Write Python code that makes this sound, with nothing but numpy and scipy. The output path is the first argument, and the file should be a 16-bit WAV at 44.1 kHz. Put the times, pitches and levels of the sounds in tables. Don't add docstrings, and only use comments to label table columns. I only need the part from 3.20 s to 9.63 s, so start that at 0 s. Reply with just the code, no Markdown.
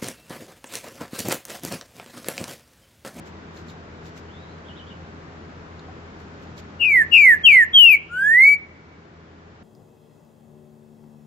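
import sys
import numpy as np
from scipy import signal
from scipy.fft import rfft, irfft
from scipy.io import wavfile
from scipy.ndimage import uniform_filter1d

SR = 44100
rng = np.random.default_rng(int(sys.argv[2]) if len(sys.argv) > 2 else 0)


def log_audio(samples):
    frames = np.atleast_2d(samples).T
    limited = np.clip(frames, -1, 1)
    pcm = np.round(limited * 32767).astype(np.int16)
    wavfile.write(sys.argv[1], SR, pcm)


N = 283563
TIME = np.arange(N) / SR
ATTACK_S, RELEASE_S = 0.037, 0.024


def from_db(db):
    return 10 ** (np.asarray(db) / 20)


def rms_one(x):
    return x / np.sqrt(np.mean(x ** 2) + 1e-20)


def at_hz(points, hz, axis=1):
    points = np.array(sorted(points))
    return np.interp(np.log(hz), np.log(points[:, 0]), points[:, axis])


def drift(rate_hz):
    step, settle = 40, 2000
    r = np.exp(-2 * np.pi * rate_hz * step / SR)
    raw = rng.standard_normal(N // step + 2 + settle)
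    slow = signal.lfilter([1], [1, -2 * r, r * r], raw)[settle:]
    return np.interp(np.arange(N) / step, np.arange(len(slow)), rms_one(slow))


def noise(spectrum, likeness=None):
    hz = np.maximum(np.fft.rfftfreq(N, 1 / SR), 1)
    alike = np.clip(at_hz(likeness, hz), -1, 1) if likeness else 0
    mid, side = rfft(rng.standard_normal((2, N))) * from_db(at_hz(spectrum, hz))
    left_right = np.sqrt(1 + alike) * mid + np.sqrt(1 - alike) * side * [[1], [-1]]
    return rms_one(irfft(left_right, N))


def yard(x, t60, dull_hz=4500, onset_s=0.015):
    t = TIME[:SR]
    tail = rng.standard_normal((2, SR)) * from_db(-60 * t / t60) * (1 - np.exp(-(t / onset_s) ** 2))
    tail /= np.sqrt(np.sum(tail ** 2, axis=1, keepdims=True))
    tail = signal.sosfilt(signal.butter(2, dull_hz, fs=SR, output="sos"), tail)
    return signal.fftconvolve(x[None], tail, axes=1)[:, :N]


def town(waver_db=1.1, wander=0.003):
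    # f/Hz, relative level/dB
    rumble_colour = [(18, -32), (40, -10), (110, -1), (190, 0), (400, -3), (560, -6.5), (1000, -9),
                     (1550, -9.5), (2000, -14.5), (3000, -21.5), (5000, -27.5), (7500, -35), (8500, -62),
                     (15000, -85)]
    # f/Hz, likeness (0-1)
    rumble_likeness = [(40, .95), (190, .96), (400, .85), (560, .53), (1050, .1), (1500, .35), (2100, .1),
                       (8000, 0)]
    # f/Hz, level/dB
    motor_lines = [(41, -69), (82, -49), (88.7, -56), (143, -61.5), (163.8, -51), (205, -59.5),
                   (322, -59.5), (410, -57.5)]
    rumble_db, left_lag_s = -42.5, 0.0003
    speed = 1 + wander * drift(1.2)
    turns = 2 * np.pi * np.cumsum(speed) / SR
    hum = 0
    for hz, db in motor_lines:
        level = np.sqrt(2) * from_db(db + waver_db * drift(5))
        hum = hum + level * np.sin(hz * turns + rng.uniform(0, 2 * np.pi))
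    left, right = hum + from_db(rumble_db) * noise(rumble_colour, rumble_likeness)
    left = np.pad(left, (round(left_lag_s * SR), 0), mode="edge")[:N]
    return np.array([left, right]) * from_db([[0.65], [-0.65]])


def puffs(rows):
    return sum(from_db(db) * np.exp(-((TIME - s) / half) ** 2) for s, db, half in rows)


def strike(hits, modes, scatter_db=-2.5):
    at = [round(s * SR) for s, db in hits]
    hit_db = np.array(hits)[:, 1]
    out = np.zeros(N)
    for hz, mode_db, t60 in modes:
        clicks = np.zeros(N)
        clicks[at] = from_db(hit_db + mode_db + scatter_db * rng.standard_normal(len(at)))
        r = from_db(-60 / (t60 * SR))
        w = 2 * np.pi * hz / SR
        out += signal.lfilter([0, np.sin(w)], [1, -2 * r * np.cos(w), r * r], clicks + 1e-18)
    return out


def hops(claw_hz=6500):
    # t/s, level/dB, half length/s
    flicks = [(.075, -53, 0.021), (0.38, -56, 0.043), (0.5, -53, 0.024), (0.87, -53, 0.028),
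              (0.976, -52, 0.021), (3.008, -61, .025), (3.23, -60, 0.026), (3.389, -48.5, 0.018)]
    # f/Hz, relative level/dB
    feather_colour = [(1000, -7), (2500, 9.5), (4000, 5), (7300, 4.5), (9000, -19), (13000, -7),
                      (16000, -30)]
    # t/s, level/dB
    foot_taps = [(.372, -43.5), (.485, -46), (.498, -44), (.856, -50), (.888, -55), (2.594, -43),
                 (3.271, -49), (3.379, -42)]
    # f/Hz, relative level/dB, t60/s
    bar_modes = [(3740, -4.5, 0.036), (4150, -2, 0.018), (4720, -11, 0.041), (6800, -8, 0.025)]
    # t/s, level/dB
    frame_knocks = [(2.685, -40.5)]
    # f/Hz, relative level/dB, t60/s
    frame_modes = [(745, 1, 0.054), (1040, -3, .07)]
    hits = strike(foot_taps, bar_modes) + strike(frame_knocks, frame_modes)
    taps = signal.sosfilt(signal.butter(4, claw_hz, fs=SR, output="sos"), hits)
    wings = puffs(flicks) * from_db(2.0 * drift(150)) * noise(feather_colour)
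    return taps + from_db(-4) * yard(taps, 0.15) + wings


def gate(start, length):
    attack = np.clip((TIME - start) / ATTACK_S, 0, 1)
    release = np.clip((start + length - TIME) / RELEASE_S, 0, 1)
    return np.sin(np.pi / 2 * attack * release) ** 2


def far_call():
    start_s, length_s, scoop_s = 1.065, 0.34, 0.06
    from_hz, to_hz = 2300, 4000
    call_db, fade_db = -51, -19
    age = np.clip(TIME - start_s, 0, length_s)
    pitch = to_hz + (from_hz - to_hz) * np.exp(-age / scoop_s)
    return pitch, gate(start_s, length_s) * from_db(call_db + fade_db * np.sqrt(age / length_s))


def far_chirp(top_s, db):
    # t/s from the top, f/Hz, relative level/dB
    arch = [(-.02, 2994, -4), (0, 3750, -7), (.016, 3294, 1.5), (.028, 2880, -1), (.036, 3060, -9),
            (.06, 3010, -8)]
    s, hz, shape_db = np.transpose(arch)
    level = np.interp(TIME - top_s, s, from_db(db + shape_db), left=0, right=0)
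    return np.interp(TIME - top_s, s, hz), uniform_filter1d(level, size=200)


def far_bird(waver=0.023, flutter_db=3.5, direct_db=-1):
    # t/s at the top of the arch, level/dB
    chirp_tops = [(1.470, -47.5), (1.573, -50.5), (1.683, -50.5)]
    echo_s, echo_db, wet_db = 0.0127, -5, 2.5
    calls = np.zeros(N)
    for pitch, level in [far_call()] + [far_chirp(s, db) for s, db in chirp_tops]:
        phase = 2 * np.pi * np.cumsum(pitch * (1 + waver * drift(85))) / SR
        calls += level * from_db(flutter_db * drift(40)) * np.sin(phase)
    echo = from_db(echo_db) * np.interp(TIME - echo_s, TIME, calls)
    diffuse = from_db(wet_db) * yard(calls, 0.2, dull_hz=6000, onset_s=0.005)
    return from_db(direct_db) * calls + echo + diffuse


def fall(start, length, from_hz, to_hz, steep_start, steep_end, db, swell_db):
    # f/Hz, relative level/dB
    carrying = [(1700, -5.5), (1980, -0.5), (2330, -4), (2800, -1), (3300, -3)]
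    dwell_s, waver_share, wavers_per_fall = 0.015, 0.009, 1.7
    part = np.clip((TIME - start - dwell_s) / (length - dwell_s), 0, 1)
    bend = (steep_start - 1) * (1 - part) - (steep_end - 1) * part
    way = part + part * (1 - part) * bend
    waver = 1 + waver_share * np.cos(2 * np.pi * wavers_per_fall * part)
    pitch = from_hz * (to_hz / from_hz) ** way * waver
    return pitch, gate(start, length) * from_db(db + swell_db * (part - 0.5) + at_hz(carrying, pitch))


def trill():
    # start t/s, end t/s, width that the swing grows towards f/Hz
    buzzes = [(3.602, 3.663, 188.5), (3.917, 3.992, 190.6)]
    start_rate_hz, slowing = 137.4, 0.34
    swing = np.zeros(N)
    for start, end, width_hz in buzzes:
        part = np.clip((TIME - start) / (end - start), 0, 1)
        cycles = start_rate_hz * (end - start) * (part - slowing * part ** 2 / 2)
        stop = np.clip((1 - part) / 0.087, 0, 1)
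        swing += width_hz * np.sqrt(part) * stop * np.sin(2 * np.pi * cycles)
    return swing


def rise():
    start_s, length_s = 4.885, 0.473
    from_hz, ceiling_hz, knee_octaves = 1352.6, 2282, 0.026
    octaves_per_s, octaves_per_s2 = 1.674, 1.55
    level_db, swell_s, swell_power, sag_db_per_s = -2.5, 0.35, 1.395, 25.5
    age = np.clip(TIME - start_s, 0, length_s)
    climbed = octaves_per_s * age + octaves_per_s2 * age ** 2 / 2
    octaves_left = np.log2(ceiling_hz / from_hz) - climbed
    pitch = ceiling_hz / 2 ** (knee_octaves * np.logaddexp(0, octaves_left / knee_octaves))
    swell = np.minimum(age / swell_s, 1) ** swell_power
    sag_db = sag_db_per_s * np.maximum(age - swell_s, 0)
    hold = gate(start_s - ATTACK_S, length_s + ATTACK_S)
    return pitch, hold * swell * from_db(level_db - sag_db)


def partial(phase, hz):
    # f/Hz, left-right level/dB, left lead/rad
    wall_colour = [(1450, 3.5, 0.1), (1770, -7.5, 1.1), (1830, -0.5, 1.6), (2000, -4.5, 0),
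                   (2115, -8.5, -1.4), (2110, 0.5, 0.2), (2410, 11.5, 0.9), (2900, 19, 3.3),
                   (2800, 5, -0.8), (3050, 1.5, 1.05), (3500, 0.5, 2), (5200, 4, 1.5), (9000, -0.5, 1.87),
                   (12000, 2, 1.56)]
    tilt = from_db(uniform_filter1d(at_hz(wall_colour, hz), size=260))
    lead = uniform_filter1d(at_hz(wall_colour, hz, axis=2), size=260)
    pair = np.array([tilt * np.sin(phase + lead / 2), np.sin(phase - lead / 2)])
    return pair * 2 / np.sqrt(1 + tilt ** 2)


def overtones(level, pitch, phase, whistle, flicker_db=3.0, growth=0.92, roughen_hz=380):
    # multiple of the pitch, relative level/dB
    multiples = [(2, -38), (3, -46.5), (4, -46), (5, -41), (6, -45.5), (7, -45.5), (8, -46), (9, -53.5)]
    # overtone level/dB, high beak resonance level/dB
    voicing = [(-3, 1.5), (1.5, 1.5), (0, 0), (-2.5, 20.5), (0.5, 1.5)]
    # f/Hz, relative level/dB
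    throat_colour = [(2900, 15.5), (3700, -11.5), (4600, 4), (5900, -7), (7000, 8.5), (8000, -1), (9000, 7),
                     (10200, -0.5), (12000, -1.5), (13000, -3.5), (14000, -1), (15800, -7.5)]
    hoarseness = [.42, .4, .42, .18, .11]
    beak_hz, beak_width_hz = 11950, 750
    voice_db, beak_db = np.array(voicing)[whistle].T
    smear = signal.butter(2, roughen_hz, fs=SR, output="sos")
    out = 0
    for k, db in multiples:
        hz = k * pitch
        beak = beak_db / (1 + ((hz - beak_hz) / beak_width_hz) ** 2)
        flicker = flicker_db * drift(30)[:len(hz)]
        gain = from_db(db + voice_db + beak + at_hz(throat_colour, hz) + flicker)
        below_limit = np.clip((SR / 2 - hz) / 2000, 0, 1)
        a, b = rms_one(signal.sosfilt(smear, rng.standard_normal((2, len(hz)))))
        hoarse = np.clip(hoarseness, 0, 1)[whistle] * min(k / 5, 1)
        shake = np.sqrt(1 - hoarse) + np.sqrt(hoarse / 2) * (a + 1j * b)
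        out = out + gain * below_limit * np.abs(shake) * partial(k * phase + np.angle(shake), hz)
    return level ** growth * out


def songbird(jitter=0.0033, air_db=-58, overtone_wet_db=-9, late_db=-35):
    # start t/s, length/s, from f/Hz, to f/Hz (both before the waver), steepness at
    # start and at end (multiples of the mean), level/dB, swell/dB
    falls = [ (3.591, 0.25, 2814, 1713, .56, 0.81, -11.5, 5.5),
             (3.910, 0.25, 2823, 1679, .68, 0.91, -5.5, 1), (4.232, 0.22, 3240, 1703, 2.025, .87, -4, -3.5),
             (4.528, 0.24, 3310, 2152, 0.84, 1.6, -1.5, -1)]
    # t/s, level/dB, half length/s
    raspy_moments = [(3.78, -47.5, .04), (3.96, -55, 0.035), (4.10, -44, 0.05), (4.275, -54.5, .02),
                     (4.44, -47.5, .008), (5.28, -50.5, 0.023), (5.335, -46, 0.011)]
    # f/Hz, relative level/dB
    rasp_colour = [(1500, -33), (3500, 0), (5000, -8.5), (6500, -2), (9000, -5.5), (10200, 1.5),
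                   (12200, 11), (14200, -4.5), (15500, -13), (17000, -25)]
    # delay/s, left level/dB, right level/dB
    wall_echoes = [(0.0106, -23.5, -21.5), (0.0195, -19.5, -14), (.027, -31, -26)]
    yard_t60_s, yard_db, late_t60_s = 0.29, -16.5, 1.3
    whistles = [fall(*row) for row in falls] + [rise()]
    pitches, levels = np.transpose(whistles, (1, 0, 2))
    level = np.abs(levels.sum(0))
    singing = level > 1e-5
    pitch = (pitches * levels).sum(0) / (level + 1e-12)
    pitch = ((pitch + trill()) * (1 + jitter * drift(310)))[singing]
    phase = 2 * np.pi * np.cumsum(pitch) / SR
    loudest = levels.argmax(0)[singing]
    voice = (from_db(air_db) * level + puffs(raspy_moments)) * noise(rasp_colour)
    voice[:, singing] += overtones(level[singing], pitch, phase, loudest)
    voice += from_db(overtone_wet_db) * yard(voice[0], 0.05, dull_hz=14000, onset_s=0.0094)
    voice[:, singing] += level[singing] * partial(phase, pitch)
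    source = np.zeros(N)
    source[singing] = np.sqrt(2) * level[singing] * np.sin(phase)
    for delay, left_db, right_db in wall_echoes:
        voice += from_db([[left_db], [right_db]]) * np.interp(TIME - delay, TIME, source)
    early = from_db(yard_db) * yard(source, yard_t60_s)
    late = from_db(late_db) * yard(source, late_t60_s)
    return voice + early + late


def scene():
    return town() + hops() + far_bird() + songbird()


def record(dry):
    cutoff_hz = 15700
    power = uniform_filter1d(np.mean(dry ** 2, axis=0), size=900)
    loud_s = np.cumsum(power > from_db(-12) ** 2) / SR
    gain = from_db(-np.minimum(7.8 * loud_s, 5.8))
    top_cut = signal.ellip(10, 0.1, 80, cutoff_hz, fs=SR, output="sos")
    return signal.sosfilt(top_cut, np.clip(dry * gain, -0.97, 0.97))


dry = scene()
out = record(dry)
log_audio(out)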